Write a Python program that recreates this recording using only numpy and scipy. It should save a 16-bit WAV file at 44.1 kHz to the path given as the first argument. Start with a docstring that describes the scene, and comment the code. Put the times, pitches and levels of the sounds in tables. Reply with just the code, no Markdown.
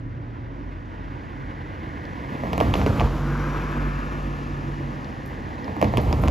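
"""A level crossing in town, a pair of microphones 7 m from the lane, traffic rumbling down the street.
A car rolls in from the right; from 2.4 s its tyres snap and clunk on the rails, drum over the panels
and fling grit. It pulls away to the left with a droning exhaust and a thin, faint squeal.
A second car comes up meanwhile, its tyres roaring more hollowly, meets the rails from 5.7 s
and is almost abreast of the microphones at the end."""
import sys
import numpy as np
from scipy import signal
from scipy.fft import rfft, irfft, next_fast_len
from scipy.io import wavfile

SR = 44100
rng = np.random.default_rng(int(sys.argv[2]) if len(sys.argv) > 2 else 0)


def log_audio(samples):
    """Write samples as a 16-bit WAV file to the path given in sys.argv[1]."""
    # one column per channel
    frames = np.atleast_2d(samples).T
    # limit to full scale, then quantise
    limited = np.clip(frames, -1, 1)
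    pcm = np.round(limited * 32767).astype(np.int16)
    wavfile.write(sys.argv[1], SR, pcm)


N = 277925
TIME = np.arange(N) / SR

# spectra of the distant traffic and the town's deep rumble: freq_hz, density_db
TRAFFIC_SPECTRUM = [(25, -34), (45, 2.5), (90, -6.5), (180, -14), (280, -2.5), (420, -17), (1000, -27),
                    (2000, -27.5), (5000, -84.5)]
TOWN_RUMBLE_SPECTRUM = [(25, -29.5), (48, -14.5), (70, 3.5), (105, 5), (150, 5), (230, -33)]
# engines further off: pitch_hz, level_db, fade_start_s
FAR_ENGINES = [(45.2, -42, 1.5), (89.2, -43, 5.7), (116, -37, 0.36)]

# each car: abreast_s, speed_m_per_s, on_panels_s, off_panels_s
FIRST_CAR = (3.096, 10.2, 2.466, 2.84)
SECOND_CAR = (6.484, 10.5, 5.79, 6.5)
LANE_M = 7.13   # from the microphones
# the first car's exhaust: time_s, firing_hz, firing_db, third_harmonic_db
EXHAUST_CURVE = [(3.0, 46.47, -7.5, -13.5), (3.18, 46.96, -25.5, -29), (3.33, 48.2, -27.5, -25.5),
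                 (3.97, 48.08, -27, -30), (4.7, 47.05, -34.5, -29.5), (5.25, 45.87, -42, -36.5)]
# its weaker harmonics: multiple, level_re_third_db
EXHAUST_OVERTONES = [(2, -16.5), (5, -14), (7, -13.5)]

# spectra of body rumble, carcass drum, each car's roar, tread hiss and grit fizz: freq_hz, density_db
RUMBLE_SPECTRUM = [(20, -54), (33, -1), (45, -1), (65, 9.5), (90, 5), (140, 3.5), (220, -18), (500, -76)]
DRUM_SPECTRUM = [(70, -26.5), (130, 2), (250, 4), (320, 0), (400, -7), (470, -1.5), (700, -10),
                 (1500, -26.5)]
FIRST_ROAR_SPECTRUM = [(300, -29.5), (540, -9), (760, -4), (1000, 1.5), (1400, -2.5), (1850, -12),
                       (2700, -14.5), (3600, -22.5), (6000, -35.5)]
SECOND_ROAR_SPECTRUM = [(350, -28), (550, -18), (780, 5.5), (1020, 5), (1400, 0), (1750, -18), (2250, -8.5),
                        (6000, -28)]
HISS_SPECTRUM = [(1500, -35), (3000, 6), (4200, 1), (5500, 0.5), (7200, -5), (10000, -9.5), (14000, -27)]
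FIZZ_SPECTRUM = [(5000, -21.5), (7500, -3.5), (11000, -9.5), (13500, -8.5), (15000, -17), (16000, -24)]
# bands of tyre roar that rise in pitch as a car passes: abreast_hz, climb_hz, width_hz, level_db
CLIMBING_ROAR_BANDS = [(1004, 300, 203, -7), (1483, 170, 163, -9.5), (1803, 750, 380, -15.5)]
# how each tyre sound carries: abreast_db, loss_per_tenfold_distance_db, from_behind_db, on_panels_db
RUMBLE_LAW = (-38, 33, -4, 15.5)
DRUM_LAW = (-32.5, 20, 2, 7.5)
ROAR_LAW = (-36.5, 17, -1, 2.5)
HISS_LAW = (-54.5, 17, 4, 5)
FIZZ_LAW = (-54.5, 32.5, 3, 8)
CLIMBING_ROAR_LAW = (-35.5, 46.5, 15.5, -25)
SONG_LAW = (-41.5, 47.5, -11, -1)
HOLLOW_LAW = (-44.5, 37, -7, 4)

# loose grit flung across the road: start_s, level_db
GRIT_SPRAYS = [(2.436, -55), (2.605, -45), (2.76, -42), (2.865, -50), (5.257, -50), (5.826, -49),
               (6.007, -45), (6.215, -47)]
# small stones pinched under the tread: start_s, level_db
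PINCHED_STONES = [(2.053, -35), (5.045, -40), (5.644, -33.5), (5.885, -35), (6.1272, -22)]
# the suspension takes a blow: start_s, level_db, pitch_hz
SUSPENSION_THUDS = [(2.614, -18, 210), (2.748, -15, 160), (2.885, -13, 107), (3.018, -11.5, 84),
                    (3.037, -14.5, 102), (5.845, -17, 99), (6.224, -14.5, 87), (6.257, -12.5, 65)]
# a tyre meets a rail edge, lands beyond the gap or bumps over a panel joint:
# start_s, snap_db, crack_db, knock_db, knock_hz
TYRE_CONTACTS = [(2.436, -30, -51, -13, 810), (2.5318, -22.5, -23, -13.5, 1000),
                 (2.5792, -24.5, -24, -11.5, 755), (2.6026, -16.5, -22.5, -10, 1010),
                 (2.6104, -23, -39, -6, 900), (2.7393, -12.5, -26, -11.5, 1250),
                 (2.754, -21, -35, -11.5, 607), (2.8151, -23.5, -46, -14, 990),
                 (2.863, -20.5, -23.5, -9.5, 670), (2.87, -27, -31, -13, 620),
                 (2.9972, -17.5, -33, -16, 1130), (3.0063, -22.5, -30, -11.5, 1040),
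                 (3.0132, -23.5, -42, -11.5, 880), (3.0729, -37, -48, -18, 1170),
                 (5.68, -38, -46, -17, 1080), (5.766, -41.5, -38, -19, 1070),
                 (5.8147, -21.5, -22, -10.5, 930), (5.826, -21, -22, -4.5, 897),
                 (5.844, -23.5, -27, -13.5, 840), (5.938, -29, -47, -12, 900),
                 (5.9724, -17, -19, -11.5, 1130), (5.981, -26.5, -24, -8.5, 485),
                 (6.1278, -24.5, -27, -13.5, 920), (6.2372, -27, -30, -11, 930),
                 (6.277, -22, -33, -16, 800), (6.2828, -26, -21, -14.5, 1150)]
# ring of tyre and crossing panel: pitch_hz, level_db, t60_s
TYRE_PANEL_MODES = [(217.7, -7, 0.29), (288.6, -2.5, 0.078), (463, -9, 0.12), (633, -13.5, 0.14),
                    (1046, 2, 0.019)]

# the microphone ports turn the treble differently: freq_hz, left_lead_rad
MIC_PHASE = [(2800, 0), (3300, -.3), (4700, 0), (5600, -.75), (6800, -.3), (7400, 1.8), (8400, 3.1),
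             (9500, 3.1), (11400, 6.1), (13000, 6.4), (14400, 9.1)]
# strength of the two ports: freq_hz, left_minus_right_db
MIC_BALANCE = [(120, -1.2), (1100, -.6), (1650, 2.6), (2300, .3), (4000, 0)]


def from_db(db):
    """Decibels to gain."""
    return 10 ** (np.asarray(db) / 20)


def rms_one(x):
    """Scale to unit power."""
    return x / np.sqrt(np.mean(x ** 2) + 1e-20)


def cut(x, hz, kind, order=2):
    """Butterworth filter."""
    sos = signal.butter(order, np.clip(hz, 10, .45 * SR), kind, fs=SR, output="sos")
    return signal.sosfilt(sos, x + 1e-18)


def drift(rate_hz):
    """Random wander, mostly slower than rate_hz, rms 1."""
    hz = np.arange(N // 2 + 1) * SR / N
    return rms_one(irfft(rfft(rng.standard_normal(N)) / (1 + (hz / rate_hz) ** 2), N))


def noise(spectrum):
    """Noise of a given colour, rms 1."""
    size = next_fast_len(N, True)
    hz, db = np.transpose(spectrum)
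    bins = np.arange(1, size // 2 + 2) * SR / size
    gain = from_db(np.interp(np.log(bins), np.log(hz), db, left=-120, right=-120))
    return rms_one(irfft(rfft(rng.standard_normal(size)) * gain, size)[:N])


def band(centre_hz, width_hz):
    """A band of noise around a steady or moving centre, rms 1."""
    phase = 2 * np.pi * np.cumsum(centre_hz * np.ones(N)) / SR
    slow = cut(rng.standard_normal((2, N)), width_hz, "low", order=3)
    return rms_one(slow[0] * np.sin(phase) + slow[1] * np.cos(phase))


def grains(t, per_s):
    """Sparse clicks of random size, rms 1 on average."""
    return rng.standard_normal(len(t)) * (rng.random(len(t)) < per_s / SR) * np.sqrt(SR / per_s)


def decay(t, db, t60):
    """An envelope that starts at db and falls 60 dB in t60 seconds."""
    return from_db(db - 60 * t / t60)


def add(track, start_s, sound):
    """Mix a sound in at a time."""
    start = round(start_s * SR)
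    track[start:start + len(sound)] += sound[:N - start]


def place(x, bearing, shade_db=6.0, shade_hz=1000, port_lag_s=0.00043, merge_hz=1687):
    """Lows reach the nearer microphone first and its mids are stronger; the treble stays central."""
    hz, frame_s, frames = signal.stft(x, SR, nperseg=256)
    hz, side = hz[:, None], np.interp(frame_s, TIME, bearing * np.ones(N))
    lag = (side * port_lag_s - 0.00006) * (hz / merge_hz) ** 0.25   # the ports face slightly left
    lead = np.angle(np.exp(2j * np.pi * hz * lag) + (hz / merge_hz) ** 10)
    near = from_db(.5 * shade_db * side * np.exp(-10 * (hz / shade_hz - 1) ** 2))
    return signal.istft(np.array([frames * near * np.exp(1j * lead), frames / near]), SR)[1][:, :N]


def town(bearing=-0.65, waver=0.0147, fade_s=0.37):
    """Far background: diffuse traffic down the street to the right, with a few wavering engine notes."""
    traffic = place(noise(TRAFFIC_SPECTRUM), bearing)
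    diffuse = from_db(-5) * np.array([noise(TRAFFIC_SPECTRUM), noise(TRAFFIC_SPECTRUM)])
    out = from_db(-39) * (traffic + diffuse) + from_db(-42) * noise(TOWN_RUMBLE_SPECTRUM)
    for hz, db, fade_start_s in FAR_ENGINES:
        phase = 2 * np.pi * np.cumsum(hz * (1 + waver * drift(2.35))) / SR
        fade = np.clip(1 - (TIME - fade_start_s) / fade_s, 0, 1)
        out += from_db(db) * fade * np.sqrt(2) * np.sin(phase)
    return out


def street_echoes(x, echo_db, wall_hz):
    """A few dull echoes from walls and hedges, different at each microphone."""
    dull, out = cut(x, wall_hz, "low"), np.zeros((2, N))
    for k, delay_s in enumerate(rng.uniform(0.0054, .12, size=10)):
        add(out[k % 2], delay_s, dull * decay(delay_s, echo_db, t60=1))
    return out


def wall_screening(car, clear_m, db_per_m):
    """Gain of a car that walls along the street screen until it has come near."""
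    abreast_s, speed = car[:2]
    return from_db(-db_per_m * np.maximum(speed * (abreast_s - TIME) - clear_m, 0))


def path(car):
    """Distance in lane distances, and sine of the bearing (+ is left), of a car at steady speed."""
    abreast_s, speed = car[:2]
    along_m = speed * (TIME - abreast_s)
    distance_m = np.hypot(along_m, LANE_M)
    return distance_m / LANE_M, along_m / distance_m


def carried(car, law, trim_db, apron_share=0.5, apron_s=0.29, attack_s=0.12, release_s=0.46):
    """Gain of a tyre sound: falls with distance, differs fore and aft, changes on rough ground."""
    abreast_db, loss_db, behind_db, panel_db = law
    on_s, off_s = car[2:]
    distance, bearing = path(car)
    apron = np.clip(1 + (TIME - on_s) / apron_s, 0, 1)   # worn asphalt before the panels
    panels = np.clip((TIME - on_s) / attack_s, 0, 1)
    leaving = np.clip(1 - (TIME - off_s) / release_s, 0, 1)
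    rough = (panels + apron_share * (apron - panels)) * leaving
    passing_db = abreast_db - loss_db * np.log10(distance) + behind_db * bearing
    return from_db(passing_db + panel_db * rough + trim_db)


def squeal(peak_s=3.46, spread_s=0.16):
    """A thin, faint squeal as the first car goes by."""
    swell = np.exp(-.5 * ((TIME - peak_s) / spread_s) ** 2)
    return from_db(-62) * swell * band(centre_hz=5720, width_hz=120)


def exhaust(firing_trim_db=-2.5, third_trim_db=-4.0, flutter=0.62, jitter=0.00729, waver_db=1.43):
    """Firing tone and harmonics of the first car's engine, pulling away under light load."""
    times_s, *columns = np.transpose(EXHAUST_CURVE)
    hz, firing_db, third_db = (np.interp(TIME, times_s, column) for column in columns)
    phase = 2 * np.pi * np.cumsum(hz * (1 + jitter * drift(6.05))) / SR
    tone = from_db(firing_db + firing_trim_db) * np.sin(phase)
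    tone += from_db(third_db + third_trim_db) * np.sin(3 * phase)
    for multiple, db in EXHAUST_OVERTONES:
        gain = from_db(third_db + db) * (1 + flutter * drift(40))
        tone += gain * np.sin(multiple * phase + rng.uniform(0, 2 * np.pi))
    waver = from_db(waver_db * (drift(6.6) + 0.7 * drift(30)))
    return np.sqrt(2) * tone * waver * np.interp(TIME, [2.95, 3.25, 4.9, 5.7], [0, 1, 1, 0])


def tread_song(car, trim_db, centre_hz, width_hz, beam_db=16):
    """Air rings in the tread grooves and is beamed along the road."""
    broadside = 1 - path(car)[1] ** 2
    return carried(car, SONG_LAW, trim_db - beam_db * broadside) * band(centre_hz, width_hz)


def climbing_roar(car, trim_db):
    """Bands of tyre roar that rise in pitch as the car passes the microphones."""
    bearing = path(car)[1]
    bands = sum(from_db(db) * band(hz + climb_hz * bearing, width_hz)
                for hz, climb_hz, width_hz, db in CLIMBING_ROAR_BANDS)
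    return carried(car, CLIMBING_ROAR_LAW, trim_db) * bands


def hollow_roar(car, trim_db, centre_hz, width_hz, flutter_db=2.5):
    """A hollow resonance of the tyres that swells on the panels."""
    return carried(car, HOLLOW_LAW, trim_db + flutter_db * drift(30)) * band(centre_hz, width_hz)


def rolling(car, roar_spectrum, rumble_db, drum_db, roar_db, hiss_db, fizz_db):
    """Road texture shakes the body, drums the carcass, pumps air from the tread and crunches grit."""
    bumps_db = 1.5 * drift(32)
    rumble = carried(car, RUMBLE_LAW, rumble_db, apron_share=0.098) * noise(RUMBLE_SPECTRUM)
    drum = carried(car, DRUM_LAW, drum_db + bumps_db) * noise(DRUM_SPECTRUM)
    roar = carried(car, ROAR_LAW, roar_db + bumps_db) * noise(roar_spectrum)
    hiss = carried(car, HISS_LAW, hiss_db + drift(120)) * noise(HISS_SPECTRUM)
    fizz = carried(car, FIZZ_LAW, fizz_db + bumps_db + drift(300)) * noise(FIZZ_SPECTRUM)
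    return rumble + drum + roar + hiss + fizz


def grit_sprays():
    """Flung grit patters down in a short, very bright crackle."""
    out, t = np.zeros(N), TIME[:SR // 5]
    for start_s, db in GRIT_SPRAYS:
        add(out, start_s, cut(grains(t, per_s=1500) * decay(t, db, t60=0.23), 9000, "high"))
    return out


def stone_cracks():
    """Each stone pinched under the tread gives one hard, metallic crack."""
    out, t = np.zeros(N), TIME[:SR // 20]
    for start_s, db in PINCHED_STONES:
        crack = rms_one(cut(rng.standard_normal(len(t)), [2900, 5300], "band", order=3))
        add(out, start_s, crack * decay(t, db, t60=0.0072))
    return out


def suspension_thuds(cycles=1.88):
    """The springs give once and are quickly damped: a short, deep thud."""
    out = np.zeros(N)
    for start_s, db, hz in SUSPENSION_THUDS:
        t = TIME[:int(cycles * SR / hz)]
        add(out, start_s, -from_db(db) * np.sin(2 * np.pi * hz * t) * signal.windows.tukey(len(t)))
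    return out


def tyre_snaps(full_strength_hz=3520, hz_per_db=46.5, spread=1.217):
    """Trapped air pops, with a bright crack of tread on steel; a short rattle and faint tail follow."""
    out, t = np.zeros(N), TIME[:SR // 5]
    for start_s, snap_db, crack_db, _, _ in TYRE_CONTACTS:
        hz = full_strength_hz + hz_per_db * snap_db   # a softer pinch rings lower
        pop = cut(signal.unit_impulse(len(t)), [hz / spread, hz * spread], "band", order=3)
        rattle = 2 * grains(t, per_s=2500) * (decay(t, -15, t60=0.025) + decay(t, -29, t60=0.67))
        snap = from_db(snap_db) * (pop / abs(pop).max() + cut(rattle, [1200, 4600], "band"))
        crack = cut(rng.standard_normal(len(t)) * decay(t, crack_db, t60=0.0043), 3000, "high")
        add(out, start_s, snap + cut(crack, 7000, "low", order=1))
    return out


def tyre_clunks(attack_s=0.00013, sag=0.67, sag_s=0.0032, body_db=-6.0, detune=0.0615):
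    """A knock that falls in pitch as the tread flattens; the tyre rings and the panel shakes."""
    out, t = np.zeros(N), TIME[:SR // 3]
    flattening = 1 - np.exp(-t / sag_s)
    for start_s, _, _, db, hz in TYRE_CONTACTS:
        phase = 2 * np.pi * np.cumsum(hz * (1 - sag * flattening)) / SR
        knock_t60 = np.interp(db, [-14, -5], [0.0092, 0.029])   # longer when heavy
        knock = np.sin(phase) * decay(t, 1.0, knock_t60) * (1 - np.exp(-t / attack_s))
        body = np.zeros(len(t))
        for mode_hz, mode_db, t60 in TYRE_PANEL_MODES:
            ring_hz = mode_hz * (1 + detune * rng.normal())
            body += np.sin(2 * np.pi * ring_hz * t) * decay(t, body_db + mode_db, t60)
        shake = rms_one(cut(rng.standard_normal(len(t)), [200, 1050], "band")) * decay(t, -19, t60=0.27)
        add(out, start_s, from_db(db) * cut(knock + (body + shake) * flattening, 2800, "low"))
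    return out


def scene():
    """Both cars close in front of the microphones, with street echoes and the town behind."""
    blows = tyre_snaps() + tyre_clunks() + suspension_thuds() + stone_cracks() + grit_sprays()
    first = (rolling(FIRST_CAR, FIRST_ROAR_SPECTRUM,
                     rumble_db=0.5, drum_db=-0.5, roar_db=-0.67, hiss_db=-0.3, fizz_db=-7)
             + tread_song(FIRST_CAR, trim_db=4.0, centre_hz=1780, width_hz=380)
             + climbing_roar(FIRST_CAR, trim_db=0.5))
    second = (rolling(SECOND_CAR, SECOND_ROAR_SPECTRUM,
                      rumble_db=1, drum_db=-2.0, roar_db=-3.5, hiss_db=-5.5, fizz_db=-9)
              + tread_song(SECOND_CAR, trim_db=3.0, centre_hz=1765, width_hz=320)
              + climbing_roar(SECOND_CAR, trim_db=-10.0)
              + hollow_roar(SECOND_CAR, trim_db=-3.0, centre_hz=827, width_hz=234))
    first *= wall_screening(FIRST_CAR, clear_m=18.4, db_per_m=0.28)
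    second *= wall_screening(SECOND_CAR, clear_m=19, db_per_m=0.4)
    from_second = TIME > 5   # the later blows come from the second car
    direct = (place(first + exhaust() + blows * ~from_second, path(FIRST_CAR)[1])
              + place(second + blows * from_second, path(SECOND_CAR)[1]))
    echoes = (street_echoes(blows, echo_db=-21, wall_hz=2500)
              + street_echoes(first + second, echo_db=-22.5, wall_hz=7240))
    return direct + echoes + squeal() + town()


def record(dry):
    """The two microphone ports differ in phase and strength; deep bass and the top are cut."""
    size = next_fast_len(N + SR // 10, True)
    bins = np.arange(size // 2 + 1) * SR / size
    lead_rad = np.interp(bins, *np.transpose(MIC_PHASE))
    balance_db = np.interp(bins, *np.transpose(MIC_BALANCE))
    half = np.array([[.5], [-.5]])   # each side takes half the difference
    ports = np.exp(1j * lead_rad * half) * from_db(balance_db * half)
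    sound = irfft(rfft(dry, size) * ports, size)[:, :N]
    sound = cut(sound, 37.6, "high", order=8)
    return signal.sosfilt(signal.cheby2(12, 70, 16000, fs=SR, output="sos"), sound)


dry = scene()
out = record(dry)
log_audio(out)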